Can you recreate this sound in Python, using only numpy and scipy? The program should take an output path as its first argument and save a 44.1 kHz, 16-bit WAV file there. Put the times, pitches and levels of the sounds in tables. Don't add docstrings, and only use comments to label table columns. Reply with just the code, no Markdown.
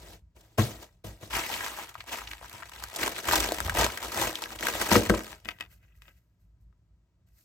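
import sys
import numpy as np
from scipy import signal
from scipy.fft import rfft, irfft, next_fast_len
from scipy.io import wavfile
from scipy.ndimage import uniform_filter1d, map_coordinates

SR = 44100
rng = np.random.default_rng(int(sys.argv[2]) if len(sys.argv) > 2 else 0)


def unload_audio(sound):
    columns = np.transpose(np.atleast_2d(sound))
    steps = np.round(np.clip(columns, -1, 1) * 32767)
    wavfile.write(sys.argv[1], SR, steps.astype(np.int16))


def amplitude_ratio(level_db):
    exponent = np.asarray(level_db, float) / 20
    return 10 ** exponent


N = 328104

# start t/s, rise/s, peak level/dB, 20 dB fall/s, flap re peak/dB
SETTLE_STROKES = [
    (-.6, .75, -53, .045, 2),
    (.345, .02, -63, .3, 3),
    (.4, .04, -64, .07, 0),
    (.46, .05, -70, .4, 6),
    (.574, .01, -31, .15, -6),
    (.67, .03, -46, .12, 4),
    (.78, .05, -48, .055, -2),
    (1.038, .008, -45, .13, 6),
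    (1.19, .04, -49, .15, -8),
]
# start t/s, rise/s, peak level/dB, 20 dB fall/s, flap re peak/dB
PUSH_STROKES = [(1.297, .008, -41, .2, -12), (1.3, .055, -27.5, .21, -19), (1.39, .05, -35, .15, -19),
                (1.45, .08, -31, .2, -23), (1.55, .09, -33, .07, -22), (1.66, .05, -39, .2, -26),
                (1.72, .06, -39.5, .14, -26), (1.79, .04, -43, .07, -22), (1.87, .02, -50, .05, -2),
                (1.95, .04, -57, .1, 4), (2.05, .08, -39, .28, -18), (2.15, .04, -43, .15, -14),
                (2.245, .09, -45, .04, -14), (2.39, .04, -48, .2, -12), (2.47, .06, -52, .5, -2),
                (2.66, .08, -49, .3, -12), (2.76, .07, -44, .06, -16), (2.86, .08, -46, .1, -14)]
# start t/s, rise/s, peak level/dB, 20 dB fall/s, flap re peak/dB
UNROLL_STROKES = [(2.94, .05, -37, .2, -14), (2.97, .07, -34, .11, -14), (3.12, .07, -41, .3, -16),
                  (3.21, .1, -29.5, .38, -14), (3.5, .17, -42, .3, 5), (3.73, .086, -25, .14, -11),
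                  (3.97, .09, -39, .3, -13), (4.12, .1, -29, .135, -13), (4.33, .03, -46, .2, -10),
                  (4.4, .03, -46, .25, -12), (4.5, .06, -46, .3, -12), (4.575, .055, -35, .3, -15),
                  (4.7, .05, -32, .3, -15), (4.795, .022, -27, .05, -14), (4.884, .006, -38, .2, -10),
                  (4.908, .01, -29, .22, -10), (5.02, .055, -42, .1, -8), (5.085, .015, -32, .16, -6),
                  (5.22, .1, -48, .07, -13)]
# start t/s, rise/s, peak level/dB, 20 dB fall/s, dry skin re peak/dB
TURN_STROKES = [(5.435, .05, -47, .08, -7), (5.53, .08, -60, .1, -3), (5.68, .05, -62, .06, 6),
                (5.76, .09, -67, .2, -12), (5.935, .03, -80, .1, 11), (6, .09, -60, .05, -10),
                (6, .03, -73, .25, 7), (6.08, .1, -75, .04, 5), (6.37, .05, -88, .1, 11),
                (6.595, .015, -92, .08, 15), (7.26, .01, -83, .3, 9), (7.3, .09, -76, .3, 13)]
# t/s, level/dB
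DRAUGHT = [(.22, -59), (.33, -73), (.37, -61), (.54, -65), (1, -61), (5.5, -59), (6.2, -62), (7.44, -63)]

# t/s, peak level/dB, colour f/Hz, sheen re peak/dB
CREASES = [(1.33, -24, 2550, -20), (1.352, -20, 1930, -8), (1.367, -22, 900, -15),
           (1.392, -23, 2800, -12), (1.435, -26, 1900, -20), (1.5, -25, 900, -6),
           (1.538, -22, 2300, -8), (1.564, -26, 1800, -15), (1.68, -26, 1000, -2),
           (1.872, -40, 1500, 0), (1.891, -36, 1590, -3), (1.941, -38, 2240, -3),
           (1.979, -40, 2270, -15), (2.04, -42, 900, 0), (2.093, -31, 2800, -5), (2.14, -29, 900, -12),
           (2.38, -40, 1900, -15), (2.428, -37, 800, -20), (2.527, -38, 1300, 0),
           (2.568, -41, 1580, -5), (2.693, -38, 1200, -2), (2.734, -38, 2500, -5),
           (2.823, -33, 942, -8), (2.884, -42, 1000, 6), (2.897, -40, 1200, 3), (2.946, -33, 3500, -3),
           (3.24, -29, 1590, -5), (3.423, -24, 1290, -5), (3.44, -23, 1910, -2), (3.46, -21, 1980, -15),
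               (3.51, -26, 1590, -15), (3.742, -32, 1200, 5), (3.751, -24, 800, -3), (3.79, -20, 730, -2),
               (3.82, -15, 600, -10), (3.832, -14, 1280, -10), (3.9, -25, 1500, -10), (3.94, -30, 900, -10),
               (4.047, -28, 650, -3), (4.187, -22, 1570, -10), (4.221, -18, 800, -8),
               (4.236, -19, 900, -10), (4.27, -23, 600, -15), (4.328, -30, 700, 0), (4.42, -27, 900, 0),
               (4.457, -30, 1500, -8), (4.503, -32, 1200, -8), (4.608, -28, 1640, -8),
               (5.205, -30, 1600, -5), (5.278, -37, 958, -3), (5.306, -39, 2700, -5),
           (.367, -50, 420, -25), (.408, -58, 1300, 8), (1.606, -22, 1710, -21),
                (1.663, -20, 1300, -5), (1.787, -27, 898, -1), (1.953, -26, 1200, -25),
                (2.004, -28, 2130, -36), (2.155, -28, 1900, -6), (2.184, -28, 1680, -14),
                (2.216, -28.5, 1270, -22), (2.273, -24, 2750, -14), (2.312, -25, 2210, -12),
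                (2.333, -23, 1930, -8.5), (2.412, -35.5, 660, -21), (2.444, -33, 1090, -20),
                (2.495, -40, 1600, 3), (2.547, -35, 950, -20), (2.622, -27, 1230, -26),
                (2.632, -34, 1600, -8), (2.755, -36, 1900, -20), (2.837, -25.5, 1360, 2.5),
                (2.93, -38, 630, 1.5), (2.96, -32.5, 689, 12),
           (3.03, -12.5, 1800, -23), (3.076, -15.5, 1300, -6), (3.163, -26, 1670, -6),
              (3.183, -23.5, 1520, -36), (3.275, -22.5, 1810, -5), (3.286, -14.5, 1290, -7.5),
              (3.311, -12, 1590, -8), (3.333, -9.5, 985, -10), (3.355, -17, 1560, 3),
              (3.399, -29, 1270, 16), (3.52, -15, 596, -0.5), (3.541, -28, 1600, 3),
              (3.583, -21, 1920, -18.5), (3.603, -15.5, 1350, -4), (3.681, -23, 800, -27),
              (3.695, -13.5, 1561, -4), (3.721, -25, 834, -23), (3.769, -14, 1770, -8.5),
              (3.804, -17, 859, -15.5), (3.864, -12, 1170, -5), (3.973, -22, 1930, -7),
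           (4.027, -28, 910, 2), (4.118, -26, 1290, -3.5), (4.143, -24, 1580, 2),
              (4.173, -19.5, 660, -2.5), (4.353, -19, 2800, -8), (4.438, -19, 2800, -3),
              (4.52, -30, 800, -3), (4.56, -38, 1300, 7), (4.586, -26.5, 2970, -9),
              (4.624, -19, 1550, -16.5), (4.668, -12, 1660, -8), (4.684, -20, 1300, -14),
              (4.736, -23, 1700, -15), (4.813, -15, 1600, -3), (4.866, -38, 1280, 8), (4.889, -24, 732, 0),
              (4.915, -9, 1000, -10), (4.952, -4.5, 1260, -16), (5.015, -30, 3800, 0),
              (5.061, -24.5, 1600, -3.5), (5.096, -9, 1500, -17), (5.139, -19, 1100, -15),
              (5.192, -27.5, 1240, -3.5), (5.243, -36, 1900, 0), (5.327, -31, 1370, -22),
              (6.726, -61, 1300, -40)]

# t/s, peak level/dB, paper slap re peak/dB, share of t60, hardness/(dB per octave)
KNOCKS = [(0.584, -9.5, -6, 0.8, 4.5), (0.5925, -12.5, -2, 1.0, -1), (0.615, -24, 0, 0.8, 3),
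          (1.043, -30.5, -9, 1.2, 0), (1.228, -33.5, -3, 0.65, 0), (2.538, -43.5, -13, 0.91, 0),
          (4.892, -38, 10, 0.72, 3), (4.917, -9, -4, 0.5, -1.5), (4.954, -6.5, -10, 0.75, -.5),
          (5, -28, -21.5, 1.1, 0), (5.097, -5.5, -13, 0.4, .8), (5.139, -22, -14, .6, 0),
          (5.454, -38, 0.5, 0.37, -4)]
# t/s, peak level/dB, dull part re peak/dB, crisp edge re peak/dB
RATTLES = [(5.4485, -40, -28, -5), (5.456, -31, -16, -20), (5.488, -18, -40, -22), (5.508, -33, -18, -15),
           (5.514, -33, -25, -20), (5.587, -44, -30, -25), (5.601, -38, -12, -15),
           (5.6085, -21.5, -34, -18), (5.6244, -34, -18, -26), (5.637, -42, -28, -26),
           (5.651, -45, -25, -26), (5.662, -47, -25, -26), (6.0202, -42, -15, -11), (6.055, -52, -25, -20),
           (6.0811, -43, -14, -31), (6.0944, -59, -10, -19.5), (7.2744, -70.5, -15.5, -8)]

# f/Hz, level/dB, t60/s
EDGE_MODES = [(57.4, -14, 0.15), (104.3, 2.2, .22), (129, 2.4, 0.2), (207, -4, 0.22), (335, -10, 0.12),
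              (460, -1.5, 0.041), (620, -4.5, 0.035), (1080, -14, .06)]
# f/Hz, level/dB, t60/s
CAN_DOWN_MODES = [(54, -12, .25), (100, -5, 0.25), (208, 0.5, 0.28), (280, -8, 0.2), (367.2, -7.5, 0.22),
                  (490, -2, 0.16), (668, -11, 0.04), (790, -10, .06), (960, -13, .06), (1300, -12, .03),
                  (1610, -13.5, 0.048), (1930, -11, .04), (2607, -13.5, 0.049)]
# f/Hz, level/dB, t60/s
TIN_MODES = [(1540, -8, 0.03), (1960, 1, 0.045), (2090, -3, 0.07), (2545, 1, 0.055), (2950, 9, 0.014),
             (3500, 4, 0.018), (4600, 3, .012)]

# f/Hz, density/(dB per Hz)
RUSTLE = [(400, -39.5), (800, -2), (1300, -4.8), (2000, -4.5), (3000, -6), (4500, -31.5)]
# f/Hz, density/(dB per Hz)
BODY = [(120, -16), (210, -3), (350, -3), (480, .4), (800, -5.5), (1200, -35)]
# f/Hz, density/(dB per Hz)
SHEEN = [(2200, -32.5), (3300, 2.5), (5000, -0.5), (8000, -1.5), (10500, 0), (13000, -7.4), (16000, -7.5),
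         (17000, -39)]
# f/Hz, density/(dB per Hz)
FLAP = [(25, -33), (52, 5.5), (105, -3), (135, -6.5), (185, -15), (300, -48.5), (900, -85)]
# f/Hz, density/(dB per Hz)
RUBBED_TIN = [(500, -30), (1000, -14), (1550, -2), (1850, -8), (2030, 2), (2250, -8), (2550, -2),
              (4500, -20)]
# f/Hz, density/(dB per Hz)
SKIN = [(2500, -26), (4000, -2.5), (8000, -2), (14000, 1.5), (16500, -10.5)]
# f/Hz, density/(dB per Hz)
WOOD = [(90, -30), (190, -4), (560, 0), (900, -30), (1500, -70)]
# f/Hz, density/(dB per Hz)
AIR = [(100, -25), (165, -26), (215, -16), (300, -20), (730, -28), (3200, -38), (7600, -41), (16000, -54)]

# f/Hz, t60/s
ROOM = [(150, 0.23), (1500, 0.073), (10000, 0.033)]
# f/Hz, correlation/1
ALIKE = [(60, .995), (150, .96), (400, .84), (1000, .74), (2400, .5), (3700, .3), (5800, .35), (8600, .65),
         (9600, .996), (10600, .996), (11700, .72), (13000, .994), (13900, .994), (15000, .65)]
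# f/Hz, phase/rad
LEAD = [(0, 0), (1700, .5), (3500, 2.4), (4600, .3), (7200, -.2), (9600, -3.14), (10500, -3.14),
        (12900, -6.28), (13900, -6.28), (15800, -8.5)]
# f/Hz, level/dB
LEFT = [(60, .3), (200, -.2), (600, 2.5), (1500, 2.6), (5000, 1.5), (9000, 0)]


def paper():
    time = np.arange(N) / SR
    settle, push, unroll = [strokes(rows) for rows in (SETTLE_STROKES, PUSH_STROKES, UNROLL_STROKES)]
    rustle, grip = settle + push + unroll, strokes(TURN_STROKES)
    body = amplitude_ratio(2.5) * settle + amplitude_ratio(-10) * push + amplitude_ratio(-3.5) * unroll + amplitude_ratio(-8) * grip
    shine = amplitude_ratio(3) * settle + amplitude_ratio(-1) * push + amplitude_ratio(.3) * unroll
    skin = strokes(TURN_STROKES, np.transpose(TURN_STROKES)[4])

    crumpling = np.interp(time, [1.7, 1.95, 5.4, 5.7], [.3, 1, 1, .3])
    chance, size_chance = rng.random((2, N))
    creases_per_s = 160 * amplitude_ratio(5 * wobble(18))
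    creases = (chance < creases_per_s / SR) * size_chance ** -.26 * crumpling
    sway = amplitude_ratio(1.8 * wobble(30) * crumpling)

    def grains(t60):
        return unit(.65 * sway + .5 * unit(dying(creases, t60, t60 / 12)))

    crisp, mellow, dull = grains(.012), grains(.02), grains(.035)
    rubbed = amplitude_ratio(3) * grip * noise(RUBBED_TIN, patchy_db=3) + rustle * noise(RUSTLE, patchy_db=2.5)
    sheen = skin * noise(SKIN) + shine * noise(SHEEN, patchy_db=2.5)
    bed = mellow * rubbed + crisp * sheen + body * dull * noise(BODY)

    sheet = SETTLE_STROKES + PUSH_STROKES + UNROLL_STROKES
    draught = amplitude_ratio(np.interp(time, *np.transpose(DRAUGHT)))
    flap = np.hypot(strokes(sheet, np.transpose(sheet)[4]), draught)
    lumps = unit(amplitude_ratio(2.5 * wobble(14)))
    return amplitude_ratio(-1.5) * bed + amplitude_ratio(3.5) * flap * lumps * noise(FLAP)


def snaps():
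    cracks, t = np.zeros((2, N + SR)), np.arange(SR // 24) / SR
    white, sheen = rng.standard_normal((2, N)), noise(SHEEN)
    stutter = wobble(700) ** 2 + .4
    slip_s, crack_width_s, crack_share = .001, .00015, 3
    crack = 1 + crack_share * np.exp(-((t - slip_s) / crack_width_s) ** 2)
    onset = (1 - np.exp(-t / .0009)) ** 2 * crack
    for s, db, hz, sheen_db in CREASES:
        first = round(s * SR)
        part = slice(first, first + len(t))
        start = stutter[part] * onset
        fold = signal.iirpeak(hz, 1.3, SR)
        broad = signal.lfilter(*fold, white[:, part] * start * amplitude_ratio(-60 * t / .022))
        voiced = signal.lfilter(*fold, broad) + .3 * broad
        edge = sheen[:, part] * start * amplitude_ratio(-60 * t / .018)
        cracks[:, part] += amplitude_ratio(db - 1) * (peak_one(voiced) + amplitude_ratio(sheen_db + 3.8) * peak_one(edge))
    return cracks[:, :N]


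def table():
    board = np.zeros((2, N + SR))
    for s, db, _, stretch, hard_db in KNOCKS:
        modes = EDGE_MODES if s < 3 else CAN_DOWN_MODES
        blow = amplitude_ratio(db - 6) * ring(modes, stretch, hard_db)
        board[:, round(s * SR):][:, :blow.shape[1]] += blow
    s, db, slap_db, *_ = np.transpose(KNOCKS)
    slap = dying(impulses(KNOCKS, db + slap_db - 11), .04, .001) * noise(RUSTLE)
    wood_db = np.where(s > 3, db - 18, -120)
    wood = dying(impulses(KNOCKS, wood_db), .3, .004) * noise(WOOD)
    return board[:, :N] + slap + wood


def can():
    tin, t = np.zeros((2, N + SR)), np.arange(SR // 3) / SR
    click = np.sin(2 * np.pi * 2600 * t) * amplitude_ratio(-60 * t / .0023)
    for s, db, *_ in RATTLES:
        tick = ring(TIN_MODES, .9) + 9 * click * [[1], [.5]]
        tin[:, round(s * SR):][:, :len(t)] += amplitude_ratio(db + 3.5) * peak_one(tick)
    _, db, dull_db, edge_db = np.transpose(RATTLES)
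    buzz = dying(impulses(RATTLES, db - 13), .034, .00018) * noise(RUSTLE)
    edge = dying(impulses(RATTLES, db + edge_db + 3.5), .015, .00036) * noise(SHEEN)
    push = dying(impulses(RATTLES, db + dull_db - 2), .03, .0004) * noise(BODY)
    return tin[:, :N] + buzz + edge + push


def room(x):
    hz, t, z = signal.stft(rng.standard_normal((2, SR // 3)), SR, nperseg=256)
    fade = amplitude_ratio(-60 * t / along(ROOM, hz)[:, None])
    tail = signal.istft(z * fade, SR, nperseg=256)[1]
    late = np.pad(x, ((0, 0), (250, 0)))
    return signal.fftconvolve(late, tail / np.linalg.norm(tail[0]), axes=1)[:, :N]


def air():
    return amplitude_ratio(-81) * noise(AIR)


def port(pair, sign):
    lead_hz, lead = np.transpose(LEAD)

    def response(hz):
        turn = np.arccos(np.clip(along(ALIKE, hz), -1, 1)) / 2
        phase = .5 * sign * np.interp(hz, lead_hz, lead)
        place = amplitude_ratio(sign * along(LEFT, hz) / 2) * np.exp(1j * phase)
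        bounce = .3 / (1 + (hz / 4000) ** 2)
        flutter = 1 / (1 - bounce * np.exp(-2j * np.pi * hz / 321))
        return place * flutter * [np.cos(turn), sign * np.sin(turn)]

    return filtered(pair, response).sum(0)


def strokes(rows, extra_db=0):
    start, rise, db, fall = np.transpose(rows)[:4, :, None]
    grid = np.arange(0, N + 64, 64)
    late = grid / SR - start
    swell = np.clip(late / rise, 0, 1) ** 1.5
    fall_db = 20 * np.maximum(late - rise, 0) / fall
    gain = amplitude_ratio(db + np.c_[extra_db] - fall_db) * swell
    return np.interp(np.arange(N), grid, np.linalg.norm(gain, axis=0))


def ring(modes, stretch, hard_db=0):
    t = np.arange(SR // 3) / SR
    hz, db, t60 = np.transpose(modes)[:, :, None]
    strength, phase, detune = rng.standard_normal((3, 2, len(modes), 1))
    level_db = db + hard_db * np.log2(hz / 250) + 1.5 * strength
    swing_up = 1 - np.exp(-t * hz / .4)
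    fade = amplitude_ratio(level_db - 60 * t / (t60 * stretch)) * swing_up
    tone = np.sin(2 * np.pi * hz * (1 + .008 * detune) * t + .5 * phase)
    return (fade * tone).sum(1)


def impulses(rows, db):
    first = np.round(np.array(rows)[:, 0] * SR).astype(int)
    return np.bincount(first, amplitude_ratio(db), N)[:N]


def dying(hits, t60, rise):
    t = np.arange(SR // 5) / SR
    shape = amplitude_ratio(-60 * t / t60) * (1 - np.exp(-t / rise))
    return np.abs(signal.fftconvolve(hits, shape)[:N])


def wobble(rate):
    knots = rng.standard_normal(int(N * rate / SR) + 4)
    return map_coordinates(knots, [np.arange(N) * rate / SR])


def noise(spectrum, patchy_db=0):
    pair = rng.standard_normal((2, N))
    if patchy_db:
        z = signal.stft(pair, nperseg=256)[2]
        field = uniform_filter1d(rng.standard_normal(z.shape[1:]), size=8, axis=0)
        field = uniform_filter1d(field, size=4, axis=1)
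        pair = signal.istft(z * amplitude_ratio(patchy_db * unit(field)), nperseg=256)[1][:, :N]
    return unit(filtered(pair, lambda hz: amplitude_ratio(along(spectrum, hz))))


def filtered(x, response):
    m = next_fast_len(N + SR // 4)
    hz = np.fft.rfftfreq(m, 1 / SR)
    return irfft(rfft(x, m) * response(hz), m)[..., :N]


def along(points, hz):
    f, v = np.transpose(points)
    return np.interp(np.log(hz + 1), np.log(f + 1), v)


def unit(x):
    return x / np.sqrt(np.mean(x ** 2) + 1e-20)


def peak_one(pair):
    return pair / np.abs(pair[0]).max()


def scene():
    near = paper() + snaps() + table() + can()
    pair = near + amplitude_ratio(-14) * room(near) + air()
    return np.array([port(pair, sign) for sign in (1, -1)])


def band_limit(x):
    return signal.sosfilt(signal.butter(12, 16980, fs=SR, output="sos"), x)


def record(dry):
    def microphone(hz):
        bass_cut = (1j * hz / (40 + 1j * hz)) ** 3
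        top_cut = np.where(hz < 16050, 1, .03)
        return bass_cut * top_cut

    mix = filtered(dry, microphone)
    return band_limit(mix)


dry = scene()
out = record(dry)
unload_audio(out)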